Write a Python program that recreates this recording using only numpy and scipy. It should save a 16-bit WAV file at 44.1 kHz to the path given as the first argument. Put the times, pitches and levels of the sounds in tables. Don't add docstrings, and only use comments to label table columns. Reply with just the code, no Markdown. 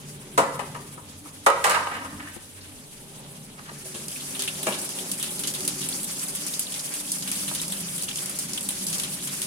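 import sys
import numpy as np
from scipy import signal
from scipy.fft import rfft, irfft, next_fast_len
from scipy.io import wavfile
from scipy.ndimage import uniform_filter1d

SR = 44100
rng = np.random.default_rng(int(sys.argv[2]) if len(sys.argv) > 2 else 0)


def log_audio(samples):
    frames = np.atleast_2d(samples).T
    limited = np.clip(frames, -1, 1)
    pcm = np.round(limited * 32767).astype(np.int16)
    wavfile.write(sys.argv[1], SR, pcm)


N = 417186

# time in seconds, level in dB.
SPRAY_LEVEL = [(0.0, -49), (0.66, -46.5), (1.03, -50.5), (1.29, -49), (1.66, -45.5), (2.42, -48.5),
               (2.82, -49), (3.69, -47), (4.14, -37.5), (4.87, -35.5), (5.16, -36.5), (6.16, -33.5),
               (6.88, -35), (7.51, -32.5), (7.67, -34), (8.62, -37), (8.85, -33), (9.46, -35)]
# frequency in Hz, relative level in dB, t60 in seconds.
PANEL_RESONANCES = [(281, 10, 0.061), (387, -15, 0.2), (440, -24, 0.2), (495, -2, 0.61), (562, 3.5, 0.15),
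                    (692, 4, 0.018), (740.5, -4, 0.09), (825, 4, 0.12), (892, 8.5, 0.18), (964, 3.5, 0.14),
                    (988, 8, 0.066), (1057, 9, 0.095), (1180, 10.5, 0.037), (1230, 2, 0.039),
                    (1270, 8, 0.078), (1377, -4, 0.07), (1470, -18, 0.06), (1590, 2.5, 0.031),
                    (1755, 2, 0.022), (1890, 4, 0.012), (2220, -0.5, 0.018), (2510, -4, 0.014),
                    (2772, -3, 0.038), (2930, -6, 0.12), (3530, -14, 0.0061), (3970, -22, 0.0076),
                    (4900, -18, 0.0107)]
LEFT_LAG = 13
OPEN_DB = -36
BOOM_HZ = 440
KNOCK_BASS_ALIKE = 0.91


def undb(db):
    return 10 ** (np.asarray(db) / 20)


def unit(x):
    return x / np.sqrt(np.mean(x ** 2))


def curves(table):
    s, *columns = np.transpose(table)
    return [np.interp(np.arange(N) / SR, s, c) for c in columns]


def ports(size, alike, bass_alike=0.69):
    shared_hz = 950
    bass_lags = 9, 4
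    alike = np.clip(alike, 0, 1)
    source = rng.standard_normal(size)
    shared = np.array([np.roll(source, LEFT_LAG), source])
    apart = np.sqrt(alike) * shared + np.sqrt(1 - alike) * rng.standard_normal((2, size))
    common = np.array([np.roll(source, lag) for lag in bass_lags])
    to_common = signal.filtfilt(*signal.butter(2, shared_hz, fs=SR), common - apart)
    return apart + np.clip(bass_alike, 0, 1) * to_common


def colour(x, points):
    size = next_fast_len(x.shape[-1])
    hz = np.maximum(np.arange(size // 2 + 1) * SR / size, 1)
    f, db = np.transpose(points)
    gain = undb(np.interp(np.log(hz), np.log(f), db, -90, -90))
    return irfft(rfft(x, size) * gain, size)[..., :x.shape[-1]]


def ring(x, hz, t60):
    r = np.exp(-np.log(1000) / (max(t60, .002) * SR))
    turn = 2 * np.pi * hz / SR
    return signal.lfilter([np.sin(turn) * np.sqrt(1 - r * r)], [1, -2 * r * np.cos(turn), r * r], x)


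def fade(x, t60):
    return signal.lfilter([1], [1, -np.exp(-np.log(1e6) / (max(t60, .001) * SR))], x)


def walk(rate):
    k = int(SR / rate)
    steps = np.repeat(rng.standard_normal(N // k + 1), k)
    return 1.3 * uniform_filter1d(uniform_filter1d(steps, k), k)[:N]


def sides(pan_db):
    return undb(np.array([[pan_db], [-pan_db]]) / 2)


def moved(s):
    move_s = 0.32
    return np.clip((np.arange(N) / SR - s) / move_s + .5, 0, 1)


def room(x):
    t60_s, level_db, top_hz = 0.75, -11, 4930
    t = np.arange(SR) / SR
    dull = signal.lfilter(*signal.butter(1, top_hz, fs=SR), ports(SR, 0.034, bass_alike=0.79))
    tail = dull * undb(-60 * t / t60_s) * (t > .006)
    tail = tail / np.sqrt(np.sum(tail ** 2) / 2)
    return undb(level_db) * signal.fftconvolve(x[1:], tail, axes=1)[:, :N]


def drumming():
    # beside the cabinet, down by the wall, over the tub;
    # last, change as the tub fills in dB per second.
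    drum_notes = [(94, 6.5, -67, -50.5, -80, 2), (145.9, 10.7, -47, -54.5, -51, -0.23),
                  (171.6, 12.5, -55, -61.5, -53.5, 0.63), (195.1, 12, -55.5, -58, -51, 1.3),
                  (221.8, 12, -52, -62, -59.5, 0.2), (259, 18, -54.5, -56, -52, -0.2),
                  (293.1, 8.9, -59.5, -53, -50.5, -0.6), (369.2, 14, -56, -74, -53.5, -0.5),
                  (397.3, 8.5, -59.5, -64.5, -55, -1.8), (428, 5.3, -61, -63, -64, -0.6)]
    # time in seconds, change in dB.
    drum_swell = [(0.0, -2.5), (.42, 5), (.7, 0), (1.4, -2), (1.95, 0), (2.15, 7.5), (2.4, -6), (2.7, -3.5),
                  (3.6, -3), (4.7, 2), (5.2, 1), (5.9, 4.5), (6.2, 0.5), (7.05, -4), (7.3, 1), (8.2, -0.5),
                  (9.0, 2), (9.46, 0.5)]
    # time in seconds, level in dB.
    patter_level = [(0.0, -54.5), (1.3, -56.5), (2.7, -57.5), (3.2, -53), (3.8, -56.5), (4.6, -47),
                    (6.0, -49.5), (9.46, -50)]
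    # frequency in Hz, relative density in dB per Hz.
    patter_colour = [(300, -32), (400, -6.5), (500, 5.5), (600, 7.5), (690, 0.5), (820, 5.5), (1100, -1),
                     (1600, -7.5), (2200, -11.5), (3000, -14)]
    rumble_colour = [(15, -40), (30, -36), (64, -33), (100, 5.5), (140, 5.5), (350, 3.5), (500, 2.5)]
    down_s, up_s, over_tub_s = 0.87, 2.85, 4.19
    waver_db, waver_per_s = 2.2, 5
    rumble_db = -56.5
    shake_db, held_still_s, still_db = -62, 4.0, -4
    down = moved(down_s) - moved(up_s)
    over = moved(over_tub_s)
    swell_db, = curves(drum_swell)
    over_for_s = np.arange(N) / SR - over_tub_s
    notes = 0
    for hz, width, beside_db, wall_db, tub_db, fill_db in drum_notes:
        place_db = beside_db + down * (wall_db - beside_db)
        place_db = place_db + over * (tub_db - beside_db + fill_db * over_for_s)
        db = place_db + swell_db + waver_db * walk(waver_per_s)
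        notes = notes + undb(db) * unit(ring(ports(N, 1.0), hz, 3.13 / width))
    notes = signal.sosfilt(signal.butter(2, 45, "high", fs=SR, output="sos"), notes)
    shake = unit(colour(rng.standard_normal((2, N)), [(14, 6), (25, 14), (45, 2), (70, -6)]))
    shake = undb(shake_db + still_db * moved(held_still_s)) * shake
    patter = unit(colour(ports(N, .6), patter_colour)) * undb(curves(patter_level)[0] + 1.2 * walk(14))
    rumble = undb(rumble_db) * unit(colour(ports(N, 0.27, 0.21), rumble_colour))
    return shake + notes + patter + rumble


def droplets():
    swarm_db, swarm_s = -9.5, 0.012
    lo_hz, hi_hz = 2677, 12400
    out = np.zeros((2, N + SR))
    t = np.arange(int(.006 * SR)) / SR
    for when, pitch, size, side in rng.random(size=(1500, 4)):
        after, detune, own = rng.random(size=(8, 3)).T
        hz = (lo_hz * (hi_hz / lo_hz) ** pitch * (1 + 0.25 * (detune - .5)))[:, None]
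        blips = np.sin(2 * np.pi * hz * t) * np.exp(-t * hz / 9) * np.minimum(t / 0.00034, 1)
        gain = undb(5 * size + 6 * own + 9 * pitch)
        starts = (when * N + after ** 2 * swarm_s * SR).astype(int)
        for i, blip in zip(starts, blips * gain[:, None]):
            out[0, i + int(2 * side * LEFT_LAG):][:len(t)] += blip
            out[1, i:i + len(t)] += blip
    level_db = curves(SPRAY_LEVEL)[0]
    lid_db = 0.036 * np.minimum(level_db - OPEN_DB, 0)
    return unit(out[:, :N]) * undb(level_db + swarm_db + lid_db)


def plops():
    # start in seconds, level in dB, middle pitch in Hz.
    bubbles = [(4.1587, -28, 2360), (4.1991, -25, 3700), (4.3488, -31, 3300), (4.3932, -28.5, 3300),
               (4.4276, -22, 3240), (4.4792, -13, 2730), (4.5887, -29, 3310), (4.6294, -43, 2600),
               (4.674, -30, 2420), (4.7244, -19, 3000), (4.892, -33, 2880), (4.9863, -20, 3100),
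               (5.2128, -24, 3350), (5.2903, -25, 3060), (5.3849, -23, 4100), (5.4357, -33, 3360),
               (5.4716, -28, 3730), (5.546, -22, 4100), (5.648, -38, 2700), (5.6772, -19.5, 4470),
               (5.8134, -33, 3100), (5.9247, -17.5, 3820), (6.3677, -40, 3300), (6.5363, -23, 4270),
               (6.6665, -23, 3800), (6.739, -25, 3100), (6.7907, -24, 4300), (6.877, -31, 2950),
               (6.9393, -30, 2780), (7.1604, -25, 4480), (7.2237, -29, 4240), (7.274, -34, 2760),
               (7.3165, -23, 2680), (7.3539, -23, 4130), (7.4796, -33, 2970), (7.55, -28, 3480),
               (7.5959, -19.5, 3800), (7.722, -22, 3150), (7.8837, -24, 3310), (8.0099, -22, 3960),
               (8.083, -21, 3140), (8.1112, -20.5, 3100), (8.184, -22, 3320), (8.5308, -29, 4560),
               (8.576, -16, 3360), (8.688, -25, 3240), (8.865, -23, 4520), (8.9265, -27, 4000),
               (8.993, -28, 3400), (9.0376, -23, 3600), (9.224, -26, 3430), (9.274, -29, 3360)]
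    decay_cycles, glide, pitch_spread = 6, 0.015, 0.3
    cluster_s, late_db = 0.01, -5.5
    out = np.zeros((2, N + SR))
    t = np.arange(SR // 20) / SR
    for (s, level_db, hz), chance in zip(bubbles, rng.random(size=(len(bubbles), 6, 3))):
        for detune, after, side in chance:
            f = hz * (1 + pitch_spread * (detune - .5))
            age = t * f / decay_cycles
            tone = np.sin(2 * np.pi * f * t * (1 + glide * age))
            blip = undb(level_db - 3.0 + late_db * after) * tone * np.exp(-age) * np.minimum(t / 0.0008, 1)
            i = int((s + cluster_s * after ** 2) * SR)
            out[0, i + int(2 * side * LEFT_LAG):][:len(t)] += blip
            out[1, i:i + len(t)] += blip
    return out[:, :N]


def spray():
    # frequency in Hz, relative density in dB per Hz.
    spray_colour = [(1000, -6), (2000, -6.5), (3200, 2), (5300, -3), (8000, -0.5), (10500, 0.5),
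                    (12500, -11), (16000, 10.5)]
    # time in seconds, strength in dB,
    # share of the 3 kHz band in dB, share of the 5.5 kHz band in dB.
    splats = [(3.9467, -39.5, 2.5, -25), (4.0814, -25.5, -29, -11), (4.1148, -24, -28, -17),
              (4.157, -31, -10, -22), (4.2071, -28, -8.5, -23), (4.3069, -27, -27, -21),
              (4.3484, -27.5, -4.5, -22), (4.3927, -17, -13, -10.5), (4.421, -18, -11.5, -12),
              (4.476, -19.5, -7, -17), (4.6296, -20, -13.5, -20), (4.689, -20, -25, -20),
              (4.723, -25, -3.5, -12), (4.741, -28.5, -5, -12), (4.788, -23.5, -25, -16),
              (4.8157, -20, -29, -24), (4.8901, -22, -18, -17), (4.986, -26.5, -8, -14),
              (5.115, -13.5, -23, -17), (5.198, -22.5, -16, -25.5), (5.227, -14, -12, -16),
              (5.306, -23, -17, -18), (5.393, -18, -20, -24), (5.435, -23, -6, -8),
              (5.472, -16, -16.5, -10), (5.537, -23, -15, -15), (5.549, -20, -11, -13),
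              (5.605, -23, -14, -10), (5.613, -24, -23, -10), (5.6499, -20, -21, -19),
              (5.677, -12, -18, -13.5), (5.808, -21, -13, -13), (5.816, -23, -10, -13),
              (5.84, -24, -13, -9), (5.8876, -16.5, -18, -32), (5.938, -22, -20, -8),
              (6.031, -19, -39, -20), (6.043, -19.5, -30, -20), (6.194, -30, -15, -3),
              (6.2625, -30, -29, -21), (6.283, -19.5, -31, -19), (6.3503, -18, -31, -31),
              (6.369, -27, -12, -20), (6.4426, -37, -26, -16), (6.465, -19, -34, -27),
              (6.538, -23, -16, -7), (6.5934, -12, -27, -22), (6.667, -30, -15, -23),
              (6.721, -26.5, -9, -21), (6.741, -24.5, -10, -8), (6.793, -25.5, -14, -4),
              (6.878, -31, -13, -22), (6.938, -17.5, -20, -21), (7.118, -14.5, -41, -15),
              (7.1834, -24, -28, -10), (7.2233, -27, -10, -4), (7.2752, -19, -12.5, -17),
              (7.315, -12.5, -20, -15), (7.479, -22.5, -7.5, -17), (7.517, -30, -25, -26),
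              (7.549, -16.5, -14, -12), (7.616, -20, -19, -12), (7.68, -23, -25, -15),
              (7.722, -19, -13, -26), (7.805, -24, -38, -14), (7.9795, -19, -16, -27),
              (8.022, -20, -24, -19), (8.033, -19, -22, -13), (8.0863, -27.5, -3.5, -5),
              (8.157, -18, -16, -10), (8.172, -20, -20, -15), (8.186, -29, -16, -6), (8.218, -26, -29, -25),
              (8.258, -19, -22, -14), (8.295, -20, -33, -22), (8.388, -15, -35, -15),
              (8.533, -20.5, -19, -9), (8.5745, -22, -12, -16), (8.608, -21, -29, -18),
              (8.629, -23, -29, -20), (8.688, -16, -16, -20), (8.706, -20, -27, -22), (8.84, -21, -23, -20),
              (8.867, -17, -21, -12), (8.884, -21.5, -20, -9), (8.928, -19.5, -14, -11),
              (8.943, -21, -20, -10), (8.982, -21, -25, -10), (8.997, -21, -13, -11),
              (9.034, -20.5, -7.5, -13), (9.272, -19.5, -17.5, -14), (9.417, -19, -14, -13)]
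    lower_db, lower_follows = -44.5, 0.65
    under_db, middle_db, top_db = -8.5, 1, -5.5
    neck_db, neck_s, big_gulp_db = -4.5, 0.021, -14
    lumpy_db = 2
    high_db, = curves(SPRAY_LEVEL)
    low_db = lower_db + lower_follows * (high_db - OPEN_DB)
    s, peak_db, low, mid = np.transpose(splats)
    splat_at = (s * SR).astype(int)
    when, size, *tint = rng.random(size=(600, 6)).T
    small_at = (when * N).astype(int)
    lumps = undb(2 * lumpy_db * walk(250))
    big = np.zeros(N)
    big[splat_at] = np.minimum(undb(peak_db - big_gulp_db), 1)
    before = np.roll(fade(big[::-1], 3 * neck_s)[::-1] - big, -1)
    sputter_db = 1.36 * walk(60) + neck_db * np.minimum(before, 1)
    # low edge in Hz, high edge in Hz, hiss in dB, snap t60, fizz t60 and rise in seconds.
    bands = [(840, 2460, -4.0, 0.012, 0.34, 0.0024), (2580, 4300, -4.0, 0.0058, 0.18, 0.0018),
             (4470, 7280, -6.0, 0.027, 0.17, 0.0013), (7700, 13130, 0.1, 0.014, 0.11, 0.001)]
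    flows_db = [low_db, low_db, high_db, high_db]
    shares_db = [low + under_db, low + middle_db, mid, top_db]
    out = 0
    for band, flow_db, share_db, chance in zip(bands, flows_db, shares_db, tint):
        lo_hz, hi_hz, hiss_db, snap_s, fizz_s, rise_s = band
        band_pass = signal.butter(4, [lo_hz, hi_hz], "band", fs=SR, output="sos")
        noise = unit(signal.sosfilt(band_pass, colour(ports(N, 0.017), spray_colour)))
        steady = undb(flow_db + hiss_db)
        small = np.zeros(N)
        small[small_at] = undb(12 - np.log(size) + 11.5 * (chance - 4.5))
        small = small * steady
        hits = np.zeros(N)
        hits[splat_at] = undb(peak_db + share_db)
        snap = fade(hits ** 2 + small ** 2, snap_s)
        fizz = fade((hits * undb(-4.5)) ** 2 + (small * undb(-14.0)) ** 2, fizz_s)
        rise = max(int(rise_s * SR), 1)
        burst = np.abs(uniform_filter1d(snap + fizz, rise, origin=(rise - 1) // 2)) * lumps
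        flicker = undb(sputter_db + 1.8 * walk(45))
        out = out + noise * np.sqrt((steady * flicker) ** 2 + burst)
    return out


def drag():
    # start in seconds, level in dB, rise in seconds, t60 of the decay in seconds,
    # share of the upper modes in dB, share of the hiss in dB.
    strokes = [(1.646, -20.5, 0.007, 0.54, -11, -14), (1.695, -34.5, 0.01, 0.2, 8, 1),
               (1.88, -39, 0.054, 0.28, 8.5, -25), (1.98, -38, 0.049, 0.6, -6, -18),
               (2.185, -52, 0.023, 0.16, 13, -10), (2.215, -66.5, 0.054, 0.39, 22, 10),
               (2.599, -67.5, 0.028, 0.29, 15.5, 21), (3.575, -47, 0.02, 0.065, 4, -10),
               (3.645, -56, 0.02, 0.15, 13, 2), (3.675, -40.5, 0.021, 0.08, -2, -7)]
    t = np.arange(N) / SR
    grit = ports(N, .35, KNOCK_BASS_ALIKE) * undb(3.5 * walk(110))
    lower_modes = [row for row in PANEL_RESONANCES if BOOM_HZ < row[0] < 1500]
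    upper_modes = [row for row in PANEL_RESONANCES if row[0] > 1500]
    body = unit(sum(undb(db - 6.2 * (hz < 700)) * ring(grit, hz, t60) for hz, db, t60 in lower_modes))
    body = signal.sosfilt(signal.butter(4, BOOM_HZ, "high", fs=SR, output="sos"), body)
    upper = unit(sum(undb(db) * ring(grit, hz, t60) for hz, db, t60 in upper_modes))
    hiss = unit(colour(grit, [(2500, -5.0), (4000, 25), (9000, 11.0), (12000, -13.0), (16000, -16)]))
    out = 0
    for s, level_db, rise_s, t60, upper_db, hiss_db in strokes:
        since = np.maximum(t - s, 0)
        decay = undb(level_db - 60 * np.maximum(since - rise_s, 0) / t60)
        stroke = np.minimum(since / rise_s, 1) * decay
        out = out + stroke * (body + undb(upper_db) * upper + undb(hiss_db) * hiss)
    return out


def knocks(table, modes, alike):
    blow_s, rattle_db, rise_s = 0.014, -7, 0.005
    crack_colour = [(2000, 1), (3000, 1.5), (6000, 3.5), (9000, 10.5), (12000, -1.5), (16000, -11.0)]
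    out = np.zeros((2, N + SR))
    t = np.arange(SR // 3) / SR
    above_boom = signal.butter(4, BOOM_HZ, "high", fs=SR, output="sos")
    for s, level_db, boom_db, bass_db, upper_db, crack_db, t60, pan_db in table:
        contact = undb(-60 * t / blow_s) + undb(rattle_db - 60 * t / t60)
        chatter = ports(len(t), alike, KNOCK_BASS_ALIKE) * contact * np.minimum(t / rise_s, 1)
        spot_db = 1.5 * rng.standard_normal(len(modes))
        rings = [(hz, undb(db + a) * ring(chatter, hz, ring_s)) for (hz, db, ring_s), a in zip(modes, spot_db)]
        boom = sum(x for hz, x in rings if hz < BOOM_HZ)
        rest = sum(x * undb(bass_db if hz < 900 else upper_db if hz > 1500 else 0)
                   for hz, x in rings if hz > BOOM_HZ)
        body = signal.sosfilt(above_boom, rest) + undb(boom_db) * boom
        body = .25 * body / np.sqrt(np.mean(body[:, :SR // 50] ** 2))
        crack = unit(colour(ports(len(t), alike), crack_colour))
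        crack = crack * (undb(-60 * t / 0.0022) + undb(5.0 - 60 * t / t60))
        i = int((s - .003) * SR)
        out[:, i:i + len(t)] += undb(level_db) * sides(pan_db) * (body + undb(crack_db) * crack)
    return out[:, :N]


def scene():
    # time in seconds (the onset is 3 ms sooner), relative level in dB,
    # shares of boom, bass and upper modes in dB, crack in dB, t60 of the rattle in seconds, left minus right in dB.
    panel_knocks = [(0.38, -0.5, -7.5, 4.5, -12, -26, 0.18, 1.5),
                    (0.437, -17.5, -18, -7, -16, -32, 0.055, 8), (0.595, -15, -26, -11, 0.5, -28, 0.15, 3),
                    (0.749, -23, -21, -10, -1, -27, 0.19, 3), (0.978, -30, -22, -6, -34, -41, 0.089, 7),
                    (1.255, -32.5, -2, -5, -10, -24, 0.19, -1),
                    (1.466, 1.5, -42, 2, -6.5, -24.5, 0.092, -1),
                    (1.490, -10, -41, -17, -22, -30, 0.051, -7), (1.504, -8, -40, -8, -24, -26, 0.039, -5),
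                    (1.522, -18, -36, -14, -19, -32, 0.048, -2), (1.644, -6.5, -33, -4, 9, -17, 0.13, -3),
                    (1.668, -9, -33, -6, -21, -23, 0.16, -1), (1.699, -20, -30, -18, 16, -8, 0.15, -5),
                    (1.711, -16, -19, -5, 12, -18, 0.12, -2), (1.747, -10, -28, -14, 19, -27, 0.099, -4),
                    (1.766, -12, -30, -22, -24, -38, 0.22, -9), (1.798, -26, -26, -13, -16, -34, 0.1, -4),
                    (1.872, -18, -30, -5, -1, -37, 0.034, 0), (1.918, -25, -31, -16, 0, -39, 0.06, -10),
                    (1.944, -28, -30, -8, 23, -26, 0.071, 0.5), (1.968, -24, -28, -8, -2, -26, 0.06, -4),
                    (2.05, -26.5, -30, -1, -7, -19, 0.073, -2)]
    lid_knocks = [(2.366, -29, 17.5, -13, -29, -30, 0.022, 14), (3.715, -33.5, 5, 10, -32, -30, 0.039, 0),
                  (3.853, -33.5, 6, 19, -8, -22, 0.22, 0.44), (3.946, -27.5, 6, -1, -26, -13, 0.47, 0.6),
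                  (4.67, -10.5, -8.5, 0.5, -27, -21, 0.2, 3), (7.515, -26, -8, -4, -30, -35, 0.03, -3)]
    # frequency in Hz, relative level in dB, t60 in seconds.
    lid_resonances = [(209, 5.5, 0.051), (316, -10.5, 0.043), (343, 2.5, 0.067), (427, -6, 0.048),
                      (530, -24, 0.026), (645, 4, 0.041), (810, -4, 0.022), (960, 3, 0.03),
                      (1120, 2, 0.027), (1290, 2, 0.027), (1450, -2, 0.011), (1640, 26, 0.027),
                      (1920, 13, 0.0098), (2280, 26, 0.0099), (2700, 23, 0.018)]
    panel = knocks(panel_knocks, PANEL_RESONANCES, 0.2)
    lid = knocks(lid_knocks, lid_resonances, 0.38)
    plastic = panel + lid + drag()
    plastic = signal.sosfilt(signal.butter(2, 150, "high", fs=SR, output="sos"), plastic)
    water = spray() + droplets() + plops() + drumming()
    return water + plastic + room(plastic)


def record(dry):
    rounded = .9 * np.tanh(dry / .9)
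    return signal.sosfilt(signal.ellip(12, .3, 100, 16000, fs=SR, output="sos"), rounded)


dry = scene()
out = record(dry)
log_audio(out)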